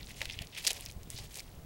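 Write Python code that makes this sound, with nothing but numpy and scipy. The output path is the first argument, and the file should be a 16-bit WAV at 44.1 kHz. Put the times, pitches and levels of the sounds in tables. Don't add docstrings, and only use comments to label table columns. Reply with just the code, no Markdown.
import sys
import numpy as np
from scipy.fft import rfft, irfft, next_fast_len
from scipy.io import wavfile

SR = 44100
rng = np.random.default_rng(int(sys.argv[2]) if len(sys.argv) > 2 else 0)


def inscribe(sig):
    pcm = np.round(np.clip(np.atleast_2d(sig).T, -1, 1) * 32767)
    wavfile.write(sys.argv[1], SR, pcm.astype(np.int16))


N = 72765


def mud():
    # (time [s], length [s], level [dB], pitch [Hz], spread [oct])
    squelches = [(.2168, 0.0035, -32.5, 2650, 0.9), (.2549, 0.0025, -33.5, 2300, 0.83),
                 (.2976, 0.0043, -35, 2720, 0.36), (.4183, 0.0055, -41, 3950, 1.2),
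                 (.574, .016, -38, 3380, .75), (.641, 0.015, -41, 4670, 0.54),
                 (.648, 0.0043, -32.5, 3660, 0.82), (.6668, 0.00075, -18, 4950, 0.19),
                 (.6706, 0.0041, -22, 5040, 0.46), (.677, 0.0014, -21.5, 5250, 0.98),
                 (.681, 0.015, -39.5, 5130, 1), (.7038, 0.0064, -28.5, 4500, 0.69),
                 (.713, 0.0044, -35, 6130, 0.82), (.8985, .004, -46.5, 3130, 0.3),
                 (1.185, 0.0055, -42, 3130, 1.2)]
    # (time [s], level [dB], pitch [Hz], decay [cycles])
    pops = [(0.0302, -34.5, 3880, 23), (0.071, -33, 4200, 7.7), (.107, -30.5, 2150, 4.3),
            (0.2074, -25.5, 2670, 5.9), (0.2161, -17.5, 1920, 5.4), (.248, -33, 4740, 20),
            (0.2557, -30, 3700, 3.5), (0.292, -31, 3280, 8.5), (0.3098, -27, 3300, 5.6),
            (0.3342, -31.5, 5200, 27), (0.3425, -34.5, 3420, 11), (0.3898, -21.5, 2970, 14),
            (0.4715, -33, 4760, 7.6), (0.567, -29.5, 3000, 17), (.661, -28.5, 4760, 5.4),
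            (0.6693, -15.5, 3280, 7.3), (.6734, -14, 5700, 22), (.678, -18.5, 4500, 20),
            (.682, -17, 5760, 7.3), (0.6932, -25.5, 3870, 18), (0.6998, -21, 3870, 3.5),
            (0.8617, -23.5, 5400, 9.2), (0.873, -42.5, 2540, 42), (0.8872, -34, 5160, 9),
            (0.8957, -40, 2460, 24), (1.178, -29.5, 4600, 22), (1.3891, -39, 2350, 24),
            (1.3946, -26.5, 4770, 12), (1.398, -27, 5050, 8.4), (1.403, -35.5, 2280, 22)]
    # (time [s], level [dB])
    fizz_db = [(0, -56.5), (.45, -58.5), (.5, -63), (.6, -54), (.85, -51.5), (.96, -68), (1.08, -64.5),
               (1.2, -64), (1.35, -56.5), (1.46, -62.5), (1.65, -68.5)]
    out = level(fizz_db) * grains(N, per_s=1000, hz=4340, octaves=0.75, cycles=8.5, scatter_db=5)
    out += bursts(squelches, per_s=4200, cycles=8.5, scatter_db=1, release_s=0.0007)
    for s, db, hz, cycles in pops:
        add(out, s, click(db, hz, cycles, crack=0.17))
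    return out


def grass():
    # (time [s], length [s], level [dB], pitch [Hz], spread [oct])
    scuffs = [(.004, 0.0073, -50, 2280, 0.37), (.085, 0.032, -50.5, 3280, 1.25),
              (.162, 0.099, -51.5, 4000, 0.8), (.221, 0.012, -45, 2440, 0.76),
              (.257, 0.033, -54, 2720, 0.54), (.309, 0.045, -50.5, 2900, 0.53),
              (.3205, 0.007, -45.5, 5200, 0.072), (.365, 0.081, -53, 2690, 0.27),
              (.524, 0.021, -52, 2820, 0.3), (.5473, 0.0058, -43.5, 3100, 0.63),
              (.561, 0.013, -45, 2700, 0.6), (.591, 0.019, -45.5, 3500, 0.77),
              (.62, 0.095, -48, 4550, 0.86), (.72, 0.054, -50.5, 4000, 1.07),
              (.7595, 0.016, -46, 3900, 0.82), (.785, 0.057, -56.5, 5800, 0.99),
              (1.1, 0.056, -51, 5570, 0.85), (1.159, 0.041, -46.5, 4700, 0.26),
              (1.2, 0.062, -53.5, 4420, 0.9), (1.305, 0.082, -55, 6500, 0.83),
              (1.351, 0.056, -49, 5200, 0.95)]
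    # (time [s], level [dB], pitch [Hz])
    snaps = [(.7094, -33, 7000), (0.7317, -19.5, 8150), (0.809, -23.5, 9350), (0.854, -27, 11000),
             (0.904, -35.5, 9200), (0.9133, -30.5, 6600), (0.9224, -35, 9000), (1.0327, -35, 6300),
             (1.103, -19.5, 7970), (1.3438, -28, 5800), (1.357, -24, 6700), (1.373, -26, 7440),
             (1.3875, -26.5, 6900), (1.4042, -28, 6500)]
    out = bursts(scuffs, per_s=1800, cycles=7, scatter_db=2, release_s=0.004)
    for s, db, hz in snaps:
        add(out, s, click(db, hz, cycles=5.1, crack=0.35))
    return out


def ground():
    # (time [s], length [s], level [dB])
    squishes = [(0.209, 0.021, -49.5), (0.409, 0.005, -50), (0.642, 0.01, -49.5), (.666, 0.012, -48),
                (0.7037, 0.0074, -46), (0.749, 0.054, -58.5), (1.196, 0.052, -62.5), (1.363, .024, -56.5)]
    # (time [s], peak [dB], pitch [Hz])
    thuds = [(0.115, -39.5, 115), (0.207, -42, 46.3), (0.27, -38, 36.8), (0.369, -39.5, 65),
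             (0.41, -32, 103), (0.887, -40.5, 67), (0.963, -34, 74), (.976, -40, 100), (1.074, -40.5, 146),
             (1.144, -36, 110)]
    out = np.zeros(N)
    for s, length_s, db in squishes:
        env = swell(length_s, attack_s=0.0026, release_s=0.011)
        add(out, s, amp(db) * env * band(len(env), hz=593, octaves=0.46, skirt_db=-35.5))
    t = np.arange(SR // 8) / SR
    for s, db, hz in thuds:
        decay = np.exp(-np.log(1000) * hz * t / 1.6)
        push = np.sin(2 * np.pi * hz * t) * decay * (1 - np.exp(-4 * hz * t))
        add(out, s, -amp(db) * push / np.abs(push).max())
    return out


def wind():
    # (time [s], level [dB])
    gusts_db = [(0, -46.5), (.12, -53.5), (.34, -51), (.46, -51.5), (.55, -55.5), (.85, -54), (.98, -49.5),
                (1.1, -52.5), (1.22, -47), (1.35, -58), (1.45, -53), (1.52, -52.5), (1.58, -49),
                (1.65, -50)]
    # (frequency [Hz], relative level [dB])
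    rumble_db = [(15, -5.5), (30, 2.5), (50, 2), (75, -1.5), (120, -1), (200, -10.5), (350, -17),
                 (700, -25.5), (1300, -35), (4000, -62)]
    return level(gusts_db) * noise(rumble_db)


def hiss_and_whine():
    # (frequency [Hz], relative level [dB])
    hiss_db = [(100, 14), (700, 11.5), (1400, 3.5), (3000, -1.5), (7000, -3), (15000, -4)]
    whine_hz = 15735
    whine = np.sqrt(2) * np.sin(2 * np.pi * whine_hz * np.arange(N) / SR)
    return amp(-59.5) * noise(hiss_db) + amp(-70) * whine


def bursts(rows, per_s, cycles, scatter_db, release_s):
    out = np.zeros(N)
    for s, length_s, db, hz, octaves in rows:
        env = swell(length_s, release_s / 4, release_s)
        cloud = grains(len(env), per_s, hz, octaves, cycles, scatter_db)
        wet_hiss = 0.45 * band(len(env), hz, octaves, skirt_db=-24)
        burst = env * (cloud + wet_hiss)
        add(out, s, amp(db) * burst * np.sqrt(length_s * SR / np.sum(burst ** 2)))
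    return out


def grains(n, per_s, hz, octaves, cycles, scatter_db):
    count = max(2, int(per_s * n / SR))
    size, pitch, slip = rng.spawn(1)[0].standard_normal((count, 3)).T
    start = np.abs((np.arange(count) + slip / 2) * SR / per_s).astype(int)
    grain_hz = np.clip(hz * 2 ** (octaves * pitch), 200, 20000)[:, None]
    gain = amp(scatter_db * np.minimum(size, 2)) * np.sign(slip)
    age = np.arange(300)
    waves = gain[:, None] * np.sqrt(grain_hz / hz) * ring(grain_hz * age / SR, cycles)
    return unit(np.bincount((start[:, None] + age).ravel(), waves.ravel(), n)[:n])


def click(db, hz, cycles, crack):
    turns = hz * np.arange(512) / SR
    crack_noise = band(len(turns), 1.3 * hz, octaves=0.53, skirt_db=-15.5)
    x = ring(turns, cycles) + crack * crack_noise * fade(turns, cycles)
    return amp(db) * x / np.abs(x).max()


def ring(turns, cycles):
    return np.sin(2 * np.pi * turns) * fade(turns, cycles)


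def fade(turns, cycles, onset_cycles=0.18):
    return np.exp(-np.log(1000) * turns / cycles) * (1 - np.exp(-turns / onset_cycles)) ** 2


def swell(length_s, attack_s, release_s):
    t = np.arange(int((length_s + 5 * release_s) * SR)) / SR
    return (1 - np.exp(-t / attack_s)) * np.exp(-np.maximum(t - length_s, 0) / release_s)


def band(n, hz, octaves, skirt_db):
    def gain(f):
        bell = np.exp(-(np.log2((f + 1) / hz) / octaves / 2) ** 2)
        return bell * np.sqrt(hz / (f + hz / 2)) + amp(skirt_db)
    return unit(coloured(rng.spawn(1)[0].standard_normal(n), gain))


def noise(spectrum):
    return unit(coloured(rng.standard_normal(N), response(spectrum)))


def coloured(x, gain):
    m = 2 * next_fast_len(len(x) + 1024)
    magnitude = np.maximum(gain(np.fft.rfftfreq(m, 1 / SR)), 1e-6)
    cepstrum = irfft(np.log(magnitude))
    cepstrum[1:m // 2] *= 2
    cepstrum[m // 2 + 1:] = 0
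    return irfft(rfft(x, m) * np.exp(rfft(cepstrum)))[:len(x)]


def response(points):
    hz, db = np.transpose(points)
    return lambda f: amp(np.interp(np.log(f + 1), np.log(hz + 1), db))


def level(points):
    return amp(np.interp(np.arange(N) / SR, *np.transpose(points)))


def add(out, s, x):
    i = max(0, round(s * SR))
    out[i:i + len(x)] += x[:max(0, len(out) - i)]


def amp(db):
    return 10 ** (np.asarray(db) / 20)


def unit(x):
    return x / np.sqrt(np.mean(x ** 2) + 1e-20)


def scene():
    # (frequency [Hz], gain [dB])
    colour_db = [(200, -17), (450, -2), (850, -6.5), (1250, -15), (2000, -0.5), (3000, -0.5), (6000, -1.5),
                 (10000, 0.5), (16000, -1.5)]
    crunch = coloured(mud() + grass(), response(colour_db))
    return (crunch + ground() + wind() + hiss_and_whine())[None]


def record(dry):
    top_hz = 16300
    m = next_fast_len(N + SR // 2)
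    passband = np.fft.rfftfreq(m, 1 / SR) < top_hz
    return irfft(rfft(dry, m) * passband, m)[..., :N]


dry = scene()
out = record(dry)
inscribe(out)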